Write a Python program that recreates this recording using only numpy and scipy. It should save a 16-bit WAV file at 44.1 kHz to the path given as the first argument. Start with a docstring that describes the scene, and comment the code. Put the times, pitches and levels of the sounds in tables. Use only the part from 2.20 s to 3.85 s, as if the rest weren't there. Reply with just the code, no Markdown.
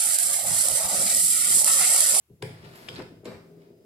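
"""A quiet, bare room, where a light curtain is drawn a short way along a wooden rod.
It breaks loose with a clack that sets the rod ringing; its hangers scrape along in tiny slips
and click together. The cloth jerks taut and drops back with two dull thuds, the hangers land
on the wood, and the folds sway, rustle and push a little air while the rod hums on."""
import sys
import numpy as np
from scipy import signal
from scipy.fft import rfft, irfft, next_fast_len
from scipy.io import wavfile

SR = 44100
rng = np.random.default_rng(int(sys.argv[2]) if len(sys.argv) > 2 else 0)


def transcribe(u):
    """Save the signal u as a 16-bit wav file named by the first command-line argument.

    u: samples, shape (n,) or (channels, n), limited to [-1, 1]; the rate is SR.
    q: integer samples, one column per channel.
    """
    v = np.clip(np.atleast_2d(u).T, -1, 1)
    q = np.round(v * 32767).astype(np.int16)
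    wavfile.write(sys.argv[1], SR, q)


N = 72765
T = np.arange(N) / SR
SIZE = next_fast_len(2 * N, True)
HZ = np.maximum(np.arange(SIZE // 2 + 1) * SR / SIZE, 1)
HANGER_LAG_S = 0.0003  # clicks and scrape arrive later on the left


# the leading hanger snaps free: (time [s], level [dB], pitch [Hz], swell [s])
SNAPS = [(.2245, -31.5, 2700, 0.00016), (.2254, -30, 2410, .00026)]
# its ring-out: (frequency [Hz], level [dB], t60 [s])
SNAP_MODES = [(1625, -38.5, 0.032), (2470, -58, 0.022), (3290, -49.5, 0.039), (4140, -38.5, 0.01),
              (7950, -44, 0.021), (8830, -46, 0.025), (10320, -43.5, 0.017), (16000, -46, 0.0062)]
# two hangers meet and rebound: (time [s], level [dB], pitch [Hz], swell [s])
CLINKS = [(.6866, -29.5, 2700, 0.00031), (.6882, -34, 2220, 0.00038), (.6894, -29.5, 3430, 0.00053)]
# their ring-out: (frequency [Hz], level [dB], t60 [s])
CLINK_MODES = [(1470, -45.5, 0.025), (2430, -45, 0.021), (3140, -38.5, 0.027), (3382, -34.5, 0.02),
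               (3560, -49, 0.026), (4480, -41, 0.025), (4870, -47, 0.074), (5141, -40.5, 0.021),
               (7650, -47, 0.035), (8220, -49, 0.029)]

def hanger_clack(contacts, modes):
    """A run of hard contacts; the last one leaves the hanger ringing."""
    last_s = contacts[-1][0]
    return bumps(contacts) + ring(impulse(last_s), modes)


# hanger hits: (time [s], level [dB], decay [s], peak [Hz], emphasis [dB], pan [dB], room send [dB])
CLICKS = [(0.2205, -48.5, 0.0093, 880, 13.5, 0, -3), (0.2237, -33.5, 0.0007, 15200, 11, 4, -17),
          (0.2249, -35, 0.0017, 8850, 10.5, 6.5, 5.5), (0.448, -60, 0.0047, 3250, 1, 14, -9),
          (0.555, -51.5, 0.011, 12600, 19.5, -5, 0), (0.686, -40, 0.0034, 3430, 6, 7, -1),
          (0.751, -45.5, 0.0011, 7460, 17, 4, -12), (0.758, -51.5, 0.016, 4160, 9.5, -9, -13),
          (0.822, -41.5, 0.0024, 10200, 6, -2.5, -27), (1.0458, -55, 0.0016, 9400, 19, 0, 7),
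          (1.0547, -48.5, 0.0024, 8100, 14, 2.5, -8), (1.055, -46.5, 0.006, 11700, 3, -7, 10),
          (1.418, -71, 0.0042, 2200, 5, -11, -12)]
# EQ shared by the clicks: (frequency [Hz], gain [dB])
CLICK_EQ = [(40, -32), (150, 0), (450, 2.5), (900, 7), (1350, 1), (2300, 4), (3600, 1), (5100, 0),
            (6300, -9.5), (8000, -8), (10400, -18.5), (11600, -11.5), (16000, -32)]

def hanger_clicks(room):
    """Each hanger chatters for a moment, brightest around a pitch of its own."""
    out = 0
    for s, db, decay_s, hz, emphasis_db, pan_db, send_db in CLICKS:
        bell = 1 / (1 + (np.log2(HZ / hz) / 0.25) ** 2)  # a quarter octave to each side
        boost_db = 10 * np.log10(1 + (from_db(emphasis_db) * bell) ** 2)
        chatter = burst(s, rise_s=0.0001, decay_s=decay_s)
        click = from_db(db) * colour(chatter, at_hz(CLICK_EQ), boost_db)
        out = out + in_room(click, room, send_db, pan_db, HANGER_LAG_S)
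    return out


# friction envelope of the hangers: (time [s], level [dB])
SCRAPE_ENVELOPE = [(.21, -100), (.235, -86), (.27, -54.5), (.33, -60.5), (.41, -58), (.45, -54.5),
                   (.51, -58.5), (.60, -55.5), (.68, -54.5), (.745, -50.5), (.795, -48), (.83, -91),
                   (.98, -99), (1.25, -99), (1.44, -68), (1.65, -117)]
# tone of the scrape: (frequency [Hz], gain [dB])
SCRAPE_EQ = [(200, 3), (500, 9.5), (1000, 6), (1800, 6), (3300, 0), (5100, -0.5), (6200, -14.5),
             (8200, -10.5), (12500, -22), (16000, -58)]

def hanger_scrape(slips_per_s=3500, spread_db=3.5):
    """The hangers move along the rod in dense, tiny slips of uneven size."""
    sizes = from_db(spread_db * np.minimum(rng.exponential(1, N), 5))
    signs = rng.choice([-1, 1], N)
    slipping = rng.random(N) < slips_per_s / SR
    slips = rms_one(sizes * signs * slipping)
    return colour(slips * envelope(SCRAPE_ENVELOPE), at_hz(SCRAPE_EQ))


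# knocks on the rod: (time [s], level [dB], hardness as low-pass cutoff [Hz])
KNOCKS = [(.097, -46.5, 304), (0.204, -46.5, 328), (0.2232, -28.5, 990), (0.262, -42, 217),
          (.428, -41, 263), (0.721, -35, 122), (0.798, -49, 800), (1.074, -43.5, 905)]
# body of the rod on its brackets: (frequency [Hz], level [dB], t60 [s])
ROD_MODES = [(104, -10.5, 0.28), (132.9, -6, 0.38), (160.4, -10.5, 0.59), (324, -5, 0.041),
             (391, -4, 0.102), (440.3, -6.5, 0.29), (520, -11, 0.2), (745, -18, 0.15), (842, -19, 0.34),
             (976, -9, 0.079)]

def rod_knocks(low_cut_hz=79.5):
    """Every knock rings the same low modes; soft contacts reach mainly the lowest."""
    force = sum(from_db(db) * butter(impulse(s) + 1e-18, top_hz) for s, db, top_hz in KNOCKS)
    return butter(ring(force, ROD_MODES), low_cut_hz, "high")


# jerks and flaps: (time [s], level [dB], rise [s], decay [s], treble tilt [dB/octave])
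THUDS = [(0.105, -50.5, 0.0072, 0.019, -21), (0.701, -45.5, 0.015, 0.011, -5),
         (0.801, -32, 0.0077, 0.011, -0.5), (0.924, -44.5, 0.013, 0.011, -10),
         (1.034, -44.5, 0.0013, 0.016, -6.5), (1.056, -39, 0.0042, 0.017, 1.5),
         (1.08, -34, 0.0064, 0.014, -3.5), (1.115, -46.5, 0.01, 0.059, 2.5),
         (1.373, -55, 0.0022, 0.027, -4.5), (1.504, -50.5, .012, 0.02, -10)]
# dark tone of a thud: (frequency [Hz], gain [dB])
THUD_EQ = [(30, -33), (60, -36.5), (120, -0.5), (220, 1), (340, 3.5), (500, 2.5), (700, -7.5),
           (1400, -13.5), (2400, -18.5), (3000, -30.5), (5000, -31), (6300, -39.5), (12000, -50),
           (16000, -56)]

def cloth_thuds(tilt_from_hz=372):
    """Dull bursts as the cloth pulls at its hangers, each with its own brightness."""
    octaves_up = np.log2(np.maximum(HZ / tilt_from_hz, 1))
    return sum(from_db(db) * colour(burst(s, rise_s, decay_s), at_hz(THUD_EQ), tilt * octaves_up)
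               for s, db, rise_s, decay_s, tilt in THUDS)


# punch under the two big thuds: (time [s], level [dB], pitch [Hz], swell [s])
TUGS = [(.7875, -31.5, 331, 0.0027), (.7985, -31.5, 347, 0.0028), (.8155, -39.5, 286, 0.0033),
        (1.074, -38.5, 475, 0.0067)]

def cloth_tugs():
    """Jerked taut or falling back, the cloth tugs the rod in quick, pitched thumps."""
    return bumps(TUGS)


# hangers dropping onto the rod: (time [s], level [dB])
LANDINGS = [(1.0555, -51.5), (1.0615, -47), (1.076, -42.5)]
# woody ring under them: (frequency [Hz], level [dB], t60 [s])
WOOD_MODES = [(214.7, -3, 0.29), (290, -7, 0.4), (376, 3.5, 0.44), (515, 2.5, 0.17), (640, -4.5, 0.18),
              (1056, -16, 0.18), (1214, -18.5, 0.39), (1560, -12, 0.21), (2330, -18.5, 0.25),
              (3870, -15, 0.18)]

def hanger_landings():
    """The hangers fall back one after another and knock on the wood."""
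    force = sum(from_db(db) * impulse(s) for s, db in LANDINGS)
    return ring(force, WOOD_MODES)


# swells of the swaying cloth: (time [s], level [dB])
RUSTLE_ENVELOPE = [(.07, -87.5), (.12, -64), (.19, -71.5), (.25, -46), (.40, -57.5), (.46, -48.5),
                   (.60, -55), (.75, -45.5), (.87, -53.5), (1.01, -57), (1.16, -61), (1.27, -53.5),
                   (1.42, -55.5), (1.56, -58), (1.65, -54.5)]
# soft, muffled tone of the folds: (frequency [Hz], gain [dB])
RUSTLE_EQ = [(30, -26), (60, -26), (95, -9), (125, -1), (165, -4), (200, 0), (280, -2.5), (400, 2.5),
             (520, -8.5), (680, -8), (900, -27.5), (1600, -32), (5000, -35)]

def cloth_rustle(flutter_hz=28, flutter_db=0.5):
    """Folds rub past each other in a low, slightly fluttering rustle."""
    flutter = rms_one(butter(rng.standard_normal(N), flutter_hz))
    rustle = colour(diffuse_noise(), at_hz(RUSTLE_EQ)) * from_db(-flutter_db * flutter)
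    return rms_one(rustle) * envelope(RUSTLE_ENVELOPE)


# swell and fade of the hum: (time [s], rms level [dB])
HUM_ENVELOPE = [(.66, -102), (.80, -51), (.90, -58), (1.0, -63), (1.10, -59), (1.40, -55.5), (1.46, -64),
                (1.65, -71)]

def rod_hum(hz=165):
    """One low mode of the rod sings on as the weight settles on it."""
    return np.sqrt(2) * envelope(HUM_ENVELOPE) * np.sin(2 * np.pi * hz * T)


# how hard the settling hangers rub: (time [s], level [dB])
RUB_ENVELOPE = [(.3, -111), (.7, -58), (.9, -56), (1.1, -56.5), (1.40, -56.5), (1.52, -57.5), (1.65, -54)]
# resonances the rubbing keeps alive: (frequency [Hz], half-width [Hz], level [dB])
RUB_TONES = [(406, 12, -4.5), (4960, 220, -28)]

def rod_rubbing():
    """Light friction makes the rod hum and whisper in narrow resonances."""
    out = 0
    for hz, width_hz, db in RUB_TONES:
        resonance = 1 / (1 + ((HZ - hz) / width_hz) ** 2)
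        band = irfft(rfft(rng.standard_normal(SIZE)) * resonance, SIZE)[:N]
        out = out + from_db(db) * rms_one(band)
    return out * envelope(RUB_ENVELOPE)


# puffs of air from the sweeping folds: (time [s], level [dB])
WAFT_ENVELOPE = [(.02, -74), (.08, -77), (.115, -55.5), (.18, -71), (.37, -68), (.45, -56.5), (.52, -65),
                 (.69, -66), (.745, -62), (.81, -62.5), (1.0, -60.5), (1.1, -74), (1.16, -52.5),
                 (1.26, -73), (1.5, -78)]
# their bass weight: (frequency [Hz], gain [dB])
WAFT_EQ = [(25, -36), (45, -12), (60, -2.5), (85, 5.5), (115, 1.5), (250, -54)]

def air_waft():
    """Deep flutter of air as the cloth swings out and falls back."""
    return colour(rng.standard_normal(N), at_hz(WAFT_EQ)) * envelope(WAFT_ENVELOPE)


# drag of the curtain's heading tape: (time [s], level [dB])
TAPE_ENVELOPE = [(.40, -81), (.552, -65), (.557, -61.5), (.59, -64), (.65, -64.5), (.76, -76), (.82, -100)]
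# its airy top end: (frequency [Hz], gain [dB])
TAPE_EQ = [(3000, -12), (7000, 1), (11000, 2.5), (12800, 7), (14000, -11), (16000, -10)]

def heading_tape():
    """The heading tape catches and then drags with a thin hiss."""
    return colour(rng.standard_normal(N) * envelope(TAPE_ENVELOPE), at_hz(TAPE_EQ))


# background bed: (frequency [Hz], gain [dB])
ROOM_TONE_EQ = [(20, -15), (65, -18), (130, 3.5), (300, -15), (800, -14.5), (2500, -15.5), (8000, -24.5),
                (13000, -22.5), (16000, -19)]

def room_tone(level_db=-73):
    """Steady low room tone with faint microphone hiss."""
    return from_db(level_db) * colour(diffuse_noise(), at_hz(ROOM_TONE_EQ))


# reverb time of the bare room: (frequency [Hz], t60 [s])
ROOM_T60 = [(100, 0.79), (300, 0.25), (1500, 0.53), (5000, 0.48), (13000, 0.63)]

def room_response(predelay_s=0.00092, build_s=0.003):
    """Reflections build quickly into a diffuse tail that dies octave by octave."""
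    spectrum, tail = rfft(diffuse_noise(), SIZE), 0
    octaves = np.arange(6, 15)  # 64 Hz to 16 kHz
    for octave, pick in zip(octaves, np.eye(len(octaves))):
        band = irfft(spectrum * np.interp(np.log2(HZ), octaves, pick), SIZE)[:, :N]
        tail = tail + band * decay(at_hz(ROOM_T60, 2.0 ** octave))
    onset = np.clip((T - predelay_s) / build_s, 0, 1)
    return rms_one(tail * onset) / np.sqrt(N)


# stereo image of diffuse sound: (frequency [Hz], left-right correlation [-1 to 1])
CORRELATION = [(60, 0.25), (150, 0.99), (300, 0.9), (550, 0.57), (1000, 0.034), (2000, -0.17),
               (4000, -0.054), (9000, -0.15), (16000, 0.15)]

def diffuse_noise():
    """White stereo noise, alike in the bass and nearly unrelated in the treble."""
    mid, side = rfft(rng.standard_normal((2, SIZE)))
    alike = at_hz(CORRELATION)
    spectrum = np.sqrt((1 + alike) / 2) * mid + np.sqrt((1 - alike) / 2) * side * [[1], [-1]]
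    return irfft(spectrum, SIZE)[:, :N]


def in_room(x, room, send_db, pan_db, lag_s=0):
    """Panned direct sound, late on the left by lag_s, plus its reverb."""
    left = np.interp(T - round(lag_s * SR) / SR, T, x)
    reverb = signal.fftconvolve(x[None], room, axes=1)[:, :N]
    return pan(np.array([left, x]), pan_db) + from_db(send_db) * reverb


def bumps(contacts):
    """Each contact swells and dies within a few cycles of its own pitch."""
    out = 0
    for s, db, hz, swell_s in contacts:
        age = np.maximum(T - s, 0)
        swell = age / swell_s * np.exp(1 - age / swell_s)
        out = out + from_db(db) * swell * np.sin(2 * np.pi * hz * age)
    return out


def burst(s, rise_s, decay_s):
    """A flurry of tiny contacts that swells to time s and dies away."""
    shape = np.exp(np.minimum((T - s) / rise_s, (s - T) / decay_s))
    return rms_one(shape * rng.standard_normal(N)) * np.sqrt(np.mean(shape ** 2))


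def ring(force, modes):
    """A force drives damped modes; neighbours swing in opposite directions."""
    response = sum((-1) ** k * from_db(db) * np.cos(2 * np.pi * hz * T) * decay(t60)
                   for k, (hz, db, t60) in enumerate(modes))
    return signal.fftconvolve(force, response)[:N]


def colour(x, curve_db, boost_db=0):
    """Causal EQ that follows a dB curve at unit power gain, with an optional boost on top."""
    gain = rms_one(from_db(curve_db)) * from_db(boost_db)
    cepstrum = irfft(np.log(gain + 1e-9), SIZE)
    cepstrum[1:SIZE // 2] *= 2  # minimum phase keeps the attacks sharp
    cepstrum[SIZE // 2 + 1:] = 0
    return irfft(rfft(x, SIZE) * np.exp(rfft(cepstrum)), SIZE)[..., :N]


def butter(x, hz, kind="low"):
    """Second-order low-pass or high-pass."""
    return signal.sosfilt(signal.butter(2, hz, kind, fs=SR, output="sos"), x)


def impulse(s):
    """A unit blow at time s."""
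    return signal.unit_impulse(N, int(s * SR))


def decay(t60):
    """Fade by 60 dB every t60 seconds."""
    return np.exp(-np.log(1000) * T / t60)


def envelope(points):
    """Gain over time from (time [s], level [dB]) points."""
    return from_db(np.interp(T, *np.transpose(points)))


def at_hz(points, hz=HZ):
    """Read a table on a log-frequency axis."""
    freqs, values = np.transpose(points)
    return np.interp(np.log(hz), np.log(freqs), values)


def pan(x, pan_db):
    """Positive values lean a sound to the left."""
    return x * from_db([[pan_db], [-pan_db]])


def from_db(db):
    """Decibels to gain."""
    return 10 ** (np.asarray(db) / 20)


def rms_one(x):
    """Scale to unit rms."""
    return x / np.sqrt(np.mean(x ** 2) + 1e-20)


def scene():
    """Hangers, rod and cloth in the room, over the room tone."""
    room = room_response()
    hangers = hanger_clicks(room)
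    hangers += in_room(hanger_scrape() + heading_tape(), room, send_db=2.5, pan_db=2.3, lag_s=HANGER_LAG_S)
    hangers += in_room(hanger_clack(SNAPS, SNAP_MODES), room, send_db=0.5, pan_db=0)
    hangers += in_room(hanger_clack(CLINKS, CLINK_MODES), room, send_db=-1.5, pan_db=-1.5, lag_s=5e-5)
    rod = in_room(rod_knocks(), room, send_db=-4.5, pan_db=1.6)
    rod += in_room(hanger_landings(), room, send_db=-0.5, pan_db=3.5)
    rod += pan(rod_rubbing() + rod_hum(), pan_db=1.5)
    cloth = in_room(cloth_thuds(), room, send_db=-0.5, pan_db=1.35)
    cloth += in_room(cloth_tugs(), room, send_db=-5.5, pan_db=1.35)
    cloth += pan(cloth_rustle(), pan_db=0.5) + pan(air_waft(), pan_db=1.9)
    return hangers + rod + cloth + room_tone()


def record(dry, cutoff_hz=16000):
    """A steep high cut on the whole mix."""
    return irfft(rfft(dry, SIZE) / np.sqrt(1 + (HZ / cutoff_hz) ** 200), SIZE)[:, :N]


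dry = scene()
out = record(dry)
transcribe(out)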